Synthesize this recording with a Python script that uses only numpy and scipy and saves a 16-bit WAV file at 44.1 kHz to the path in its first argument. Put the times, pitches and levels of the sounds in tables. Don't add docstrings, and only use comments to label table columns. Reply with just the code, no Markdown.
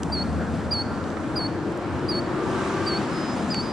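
import sys
import numpy as np
from scipy import signal
from scipy.fft import rfft, irfft, next_fast_len
from scipy.io import wavfile
from scipy.ndimage import uniform_filter1d

SR = 44100
rng = np.random.default_rng(int(sys.argv[2]) if len(sys.argv) > 2 else 0)


def natural_amplitude(level_db):
    exponent = np.asarray(level_db, float) / 20
    return 10 ** exponent


def transcribe(u):
    v = np.clip(np.atleast_2d(u).T, -1, 1)
    q = np.round(v * 32767).astype(np.int16)
    wavfile.write(sys.argv[1], SR, q)


N = 164052


def rms_one(x):
    return x / np.sqrt(np.mean(x ** 2) + 1e-20)


def in_time(rows, start=0):
    s, *columns = np.transpose(rows)
    return [np.interp(np.arange(N) / SR - start, s, c) for c in columns]


def at_hz(points, hz):
    return np.interp(np.log(hz), np.log(np.array(points)[:, 0]), np.array(points)[:, 1])


def drift(rate):
    r = np.exp(-80 * np.pi * rate / SR)
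    slow = signal.lfilter([1], [1, -2 * r, r * r], rng.standard_normal(N // 40 + 2002))[2000:]
    return np.interp(np.arange(N) / 40, np.arange(len(slow)), rms_one(slow))


def sing(hz):
    return np.sin(2 * np.pi * np.cumsum(hz) / SR)


def resonate(x, hz, width_hz):
    r = np.exp(-np.pi * width_hz / SR)
    poles = [1, -2 * r * np.cos(2 * np.pi * hz / SR), r * r]
    return signal.lfilter(np.array([1, 0, -1]) * (1 - r * r) / 2, poles, x + 1e-18)


def pan(x, db):
    return x * natural_amplitude(np.array([[db / 2], [-db / 2]]))


def spread(mid, side, hz):
    # f/Hz, level/dB
    side_level = [(30, 5), (125, -17), (250, -14.5), (600, -12), (1100, -13), (2000, -4), (4000, -6.5),
                  (12000, -8)]
    # f/Hz, level/dB
    lean = [(30, -.4), (60, .3), (125, 2.1), (250, 3), (500, 1.6), (1000, .2), (4000, 0), (12000, .3)]
    return pan(mid + natural_amplitude(at_hz(side_level, hz)) * side * [[1], [-1]], at_hz(lean, hz))


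def banded_noise(spectrum, patchy_db, tilt_db=0):
    out, together = 0, drift(1.5)
    edges = 21.5 * 2 ** np.arange(0, 9.7, .4)
    white = rng.standard_normal((2, 2, N))
    for k, (low, high) in enumerate(zip(edges, edges[1:])):
        band = signal.butter(2, [low, high], "band", fs=SR, output="sos")
        mid, side = signal.sosfilt(band, white[k % 2])
        hz = np.sqrt(low * high)
        octaves_out = max(np.log2(spectrum[0][0] / hz), 0) + max(np.log2(hz / spectrum[-1][0]), 0)
        level_db = at_hz(spectrum, hz) - 24.0 * octaves_out + tilt_db * np.log2(hz / 1000)
        flicker_db = patchy_db * (.5 * together + drift(6.6))
        out = out + natural_amplitude(level_db + flicker_db) * spread(mid, side, hz)
    return rms_one(out)


def bird():
    # t/s, level/dB, top f/Hz, held f/Hz, extra level at the top/dB
    calls = [
        (0.118, -28.5, 4750, 4304, 3),
        (0.7078, -27, 4854, 4356, 6),
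        (1.3555, -30, 4914, 4350, 6),
        (2.081, -30.5, 4900, 4390, 5),
        (2.8607, -29.5, 4710, 4360, 3.5),
        (3.4995, -29.5, 5000, 4430, 2.5),
    ]
    # length/s, overtone level/dB, swell/Hz, upturn/Hz
    delivery = [(0.118, -2, 30, 170), (.122, -1, 50.4, 121), (.122, 1.5, 60.55, 109),
                (.125, 2.5, 45.05, 90), (.126, -1, 45, 230), (.124, -4, 79.5, 199)]
    # share of the length/0-1, leap/0-1, swell/0-1, upturn/0-1, level/dB
    shape = [(0, -.15, 0, 0, -18), (.035, 0.67, 0.03, 0, -5), (.09, 1, 0.08, 0.03, -0.5),
             (.17, 0.94, 0.05, 0.03, 1.5), (.25, .55, .3, 0, -0.5), (.37, 0, 0.79, 0.04, -0.5),
             (.54, 0.02, 1, 0.03, 1), (.76, 0, 0, 0, 1), (.93, 0.06, 0.1, 0.6, 0), (1, 0.05, 0, 0.9, -27)]
    # multiple of the strong tone, level/dB, extra level at the top of the leap/dB
    partials = [(.5, -28, 2), (1, 0, 0), (2, -25, 5), (2.5, -31, 3), (3, -28, 0)]
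    waver_hz, flutter_db = 9 * drift(46), .8 * drift(90)
    out = np.zeros(N)
    share, lifts, swells, upturns, levels_db = np.transpose(shape)
    for (start, db, top_hz, held_hz, top_db), row in zip(calls, delivery):
        length, bright_db, swell_hz, upturn_hz = row
        now = slice(int(start * SR), int((start + length) * SR))
        u = np.linspace(0, 1, now.stop - now.start)
        lift = uniform_filter1d(np.interp(u, share, lifts), size=200)
        bends_hz = swell_hz * swells + upturn_hz * upturns
        bend_hz = uniform_filter1d(np.interp(u, share, bends_hz), size=400)
        hz = held_hz + lift * (top_hz - held_hz) + bend_hz + waver_hz[now]
        phase = 2 * np.pi * np.cumsum(hz) / SR
        shape_db = uniform_filter1d(np.interp(u, share, levels_db), size=120)
        gain = natural_amplitude(db + shape_db + top_db * np.clip(lift, 0, 1) + flutter_db[now])
        for multiple, partial_db, leap_db in partials:
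            level = natural_amplitude(partial_db + bright_db * (multiple != 1) + leap_db * lift)
            out[now] += gain * level * np.sin(multiple * phase)
    return out


def field(x):
    # delay/s, level/dB, pan/dB
    echoes = [
        (0.058, -26, 2),
        (.021, -28, -2),
    ]
    t60_s, tail_db, blur_hz = 1.3, -23.5, 40
    out = 0
    for delay, db, pan_db in echoes:
        echo = np.roll(x, int(delay * SR)) * (np.arange(N) > delay * SR)
        out = out + pan(natural_amplitude(db) * echo, pan_db)
    t = np.arange(SR) / SR
    whole = signal.hilbert(x, next_fast_len(N))[:N]
    for path in range(3):
        tail = rng.standard_normal((2, SR)) * natural_amplitude(-60 * t / t60_s) * np.clip(t / .04, 0, 1)
        tail = (tail[0] + .5 * tail[1] * [[1], [-1]]) / np.sqrt(3 * np.sum(tail[0] ** 2))
        turning = np.exp(2j * np.pi * np.cumsum(blur_hz * drift(60)) / SR)
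        blurred = np.real(whole * turning)
        out = out + natural_amplitude(tail_db) * signal.fftconvolve(blurred[None], tail, axes=1)[:, :N]
    return out


def tyres():
    # t/s, level/dB, brightness in steps of 3.21 dB per octave
    passing = [
        (0, -67, 3.5),
        (.9, -43.5, 0.64),
        (1.9, -33, -.5),
        (2.35, -30.5, -0.41),
        (2.6, -28, -0.02),
        (3.1, -27.5, -0.24),
        (3.45, -32, 0.14),
        (3.72, -32, -0.17),
    ]
    # f/Hz, level/dB per Hz
    colour = [(150, -39), (250, -16), (365, -19), (421, -19), (709, -10), (1170, -7), (1920, -17),
              (8200, -30), (10900, -44), (14200, -82), (22000, -120)]
    pass_db, tilt_db = in_time(passing)
    return natural_amplitude(pass_db) * banded_noise(colour, patchy_db=1.03, tilt_db=3.21 * tilt_db)


def engine():
    # t/s, firing f/Hz, exhaust level/dB, firing thud level/dB
    revs = [(0, 74.94, -43, -35.5), (.35, 78.6, -37, -28.5), (.75, 81.17, -45, -40),
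            (1.12, 85.04, -41.5, -34.5), (1.5, 87.4, -39, -59), (1.92, 90.7, -38.5, -41),
            (2.45, 95, -33, -48), (2.98, 100.4, -37.5, -43.5), (3.2, 95, -36, -50),
            (3.45, 88.74, -36.5, -45.5), (3.72, 82.9, -41.5, -39.5)]
    # t/s, f/Hz
    exhaust = [(0, 218), (.5, 221), (1, 297), (2.4, 366), (3.05, 356.9), (3.45, 224.3), (3.72, 202.5)]
    # order, level/dB
    orders = [(9, 2), (12, 3.5), (14, 3.5), (15, -2), (16, -0.5), (17, 0), (18, -4.5), (19, -10), (20, 3),
              (21, -5.5), (22, -0.5), (23, -1.5), (24, -1), (26, -14), (30, -1), (33, -9), (34, -6),
              (36, -11)]
    cylinders, pipe_width_hz = 6, 120
    firing_hz, exhaust_db, thud_db = in_time(revs)
    pipe_hz, = in_time(exhaust)
    cycle_hz = firing_hz / cylinders * (1 + 0.0017 * drift(3.76))
    phase = 2 * np.pi * np.cumsum(cycle_hz) / SR
    out = pan(natural_amplitude(thud_db + 1.0 + 2.0 * drift(5.8)) * np.sin(cylinders * phase), 0.21)
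    for order, db in orders:
        pipe = 0.2 + 1 / (1 + ((order * cycle_hz - pipe_hz) / pipe_width_hz * 2) ** 2)
        tone = np.sin(order * phase + rng.uniform(0, 2 * np.pi))
        out = out + pan(natural_amplitude(exhaust_db + db + 2 * drift(3.4)) * pipe * tone, 3.5)
    return out


def panels():
    # f/Hz, width/Hz, level/dB, centre t/s, spread/s
    resonances = [(1185, 60, -46, 2.65, .25), (1555, 60, -48, 2.75, .2), (1380, 25, -47, 1.0, .6),
                  (1560, 90, -49, .8, 1.1), (870, 28, -45, 2.8, .2), (235, 80, -35, .35, .25),
                  (180, 60, -34, .75, .25), (190, 70, -37, 3.0, .2), (215, 70, -35, 3.5, .15),
                  (5200, 3000, -55, 1.12, .07), (700, 250, -43, 3.45, .25), (2500, 900, -52, 2.8, .5)]
    out, t = 0, np.arange(N) / SR
    for hz, width_hz, db, centre, spread_s in resonances:
        mid, side = resonate(rng.standard_normal((2, N)), hz, width_hz)
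        facing = np.exp(-.5 * ((t - centre) / spread_s) ** 2)
        breakup_db = 3 * drift(9.5)
        out = out + natural_amplitude(db + breakup_db) * facing * rms_one(spread(mid, side, hz))
    return out


def whines():
    # t/s, f/Hz, level/dB
    gears = [
        [(2.3, 1195, -62), (2.41, 1189, -40), (2.55, 1173, -41), (2.64, 1157, -47), (2.72, 1165, -41.5),
         (2.9, 1199, -40), (3.0, 1207, -60)],
        [(2.35, 1530, -62.5), (2.45, 1530, -50), (2.6, 1560, -41), (2.7, 1555, -59), (2.79, 1577, -40),
         (2.86, 1558, -49), (2.95, 1555, -42), (3.15, 1540, -57)],
    ]
    out = 0
    for rows in gears:
        hz, db = in_time(rows)
        flutter_db = 1.5 * drift(18)
        out = out + natural_amplitude(db + 4.5 + flutter_db) * sing(hz + 5 * drift(13.2))
    return out


def whistles():
    # t/s, length/s, start f/Hz, end f/Hz, level/dB
    far = [
        (3.03, .05, 5050, 5080, -55),
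        (3.085, .268, 5012, 5030, -42.5),
        (3.36, .075, 4960, 5020, -51),
        (3.546, .034, 5120, 4760, -42),
        (3.58, .18, 4905, 4870, -41),
    ]
    # t/s, length/s, start f/Hz, end f/Hz, level/dB
    chips = [
        (3.484, .016, 7050, 7150, -47),
        (3.498, .014, 7150, 7750, -47),
        (2.851, .014, 7800, 7900, -49),
        (2.866, .018, 8200, 7950, -47),
        (2.985, .02, 7100, 7200, -53),
    ]
    out, fading_db, waver_hz = np.zeros(N), 1.3 * drift(8.5), 9 * drift(27)
    for start, length, from_hz, to_hz, db in far + chips:
        u = np.clip((np.arange(N) / SR - start) / length, 0, 1)
        edge = np.clip(np.minimum(u / .3, (1 - u) / 0.029), 0, 1)
        settle_hz = 90 * np.exp(-u * length / .04) * (length > .1)
        hz = from_hz + u * (to_hz - from_hz) + waver_hz + settle_hz
        out += natural_amplitude(db + fading_db * min(length / 0.12, 1)) * edge * sing(hz)
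    return out


def ticks():
    # t/s, level/dB, centre f/Hz, t60/s, pan/dB
    creaks = [(0.0331, -20.5, 6540, 0.0092, 0), (0.033, -29, 2460, 0.0097, -5),
              (0.0334, -32, 3900, .007, -7), (.739, -33, 5800, 0.014, -12), (.748, -42, 4520, 0.015, -2),
              (0.974, -24.5, 764, 0.049, -4), (1.040, -35, 3508, .01, -7.5),
              (1.103, -34, 3550, 0.0093, -11), (1.169, -24, 880, 0.05, -10), (1.722, -39, 8130, .01, -3),
              (1.762, -49, 7500, 0.011, -9), (1.774, -35.5, 8300, 0.02, 4), (1.994, -36, 4990, .01, -2),
              (2.115, -36, 3199, .02, -14), (2.852, -32, 7798, .01, -4), (3.5446, -16, 2610, 0.0044, -3.5),
              (3.547, -29, 1800, .008, -6), (3.545, -22, 5860, 0.0037, -6)]
    out, t = np.zeros((2, N + SR)), np.arange(2000) / SR
    noise = rng.standard_normal((len(creaks), 2, len(t)))
    noise[:, 0, 0] = 5
    for (s, db, hz, t60, pan_db), (mid, side) in zip(creaks, noise):
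        burst = (mid + 0.27 * side * [[1], [-1]]) * natural_amplitude(-60 * t / t60)
        for again in range(2):
            burst = resonate(burst, hz, .9 * hz)
        first = int(s * SR)
        out[:, first:first + len(t)] += pan(natural_amplitude(db) * burst / np.abs(burst).max(), pan_db)
    return out[:, :N]


def traffic():
    # f/Hz, level/dB
    bed = [(30, -18.5), (100, -1), (300, -3.5), (700, -9), (1500, -16.5), (2000, -29), (4200, -59),
           (9300, -43.5)]
    return natural_amplitude(-30) * banded_noise(bed, patchy_db=1.6)


def scene():
    calls = bird() + whistles()
    lorry = tyres() + engine() + panels() + whines()
    return pan(calls, -1.4) + field(calls) + lorry + ticks() + traffic()


def top_cut(x):
    return signal.sosfilt(signal.butter(12, 15740, fs=SR, output="sos"), x)


def record(dry):
    # f/Hz, phase/rad
    port_phase = [(30, 2.8), (70, 1.3), (140, .15), (4800, -.2), (6300, -1.1), (8600, -1.3), (10500, -2.6),
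                  (14000, -1.6)]
    hz = np.maximum(np.arange(N // 2 + 1) * SR / N, 1)
    x = irfft(rfft(dry) * np.exp(.5j * at_hz(port_phase, hz) * [[1], [-1]]), N)
    x = signal.sosfilt(signal.butter(4, 10500, fs=SR, output="sos"), x)
    mid, side = natural_amplitude(-85) * rng.standard_normal(dry.shape)
    hiss = mid + .6 * side * [[1], [-1]]
    x = signal.sosfilt(signal.butter(2, 30, "high", fs=SR, output="sos"), x + hiss)
    return top_cut(x)


dry = scene()
out = record(dry)
transcribe(out)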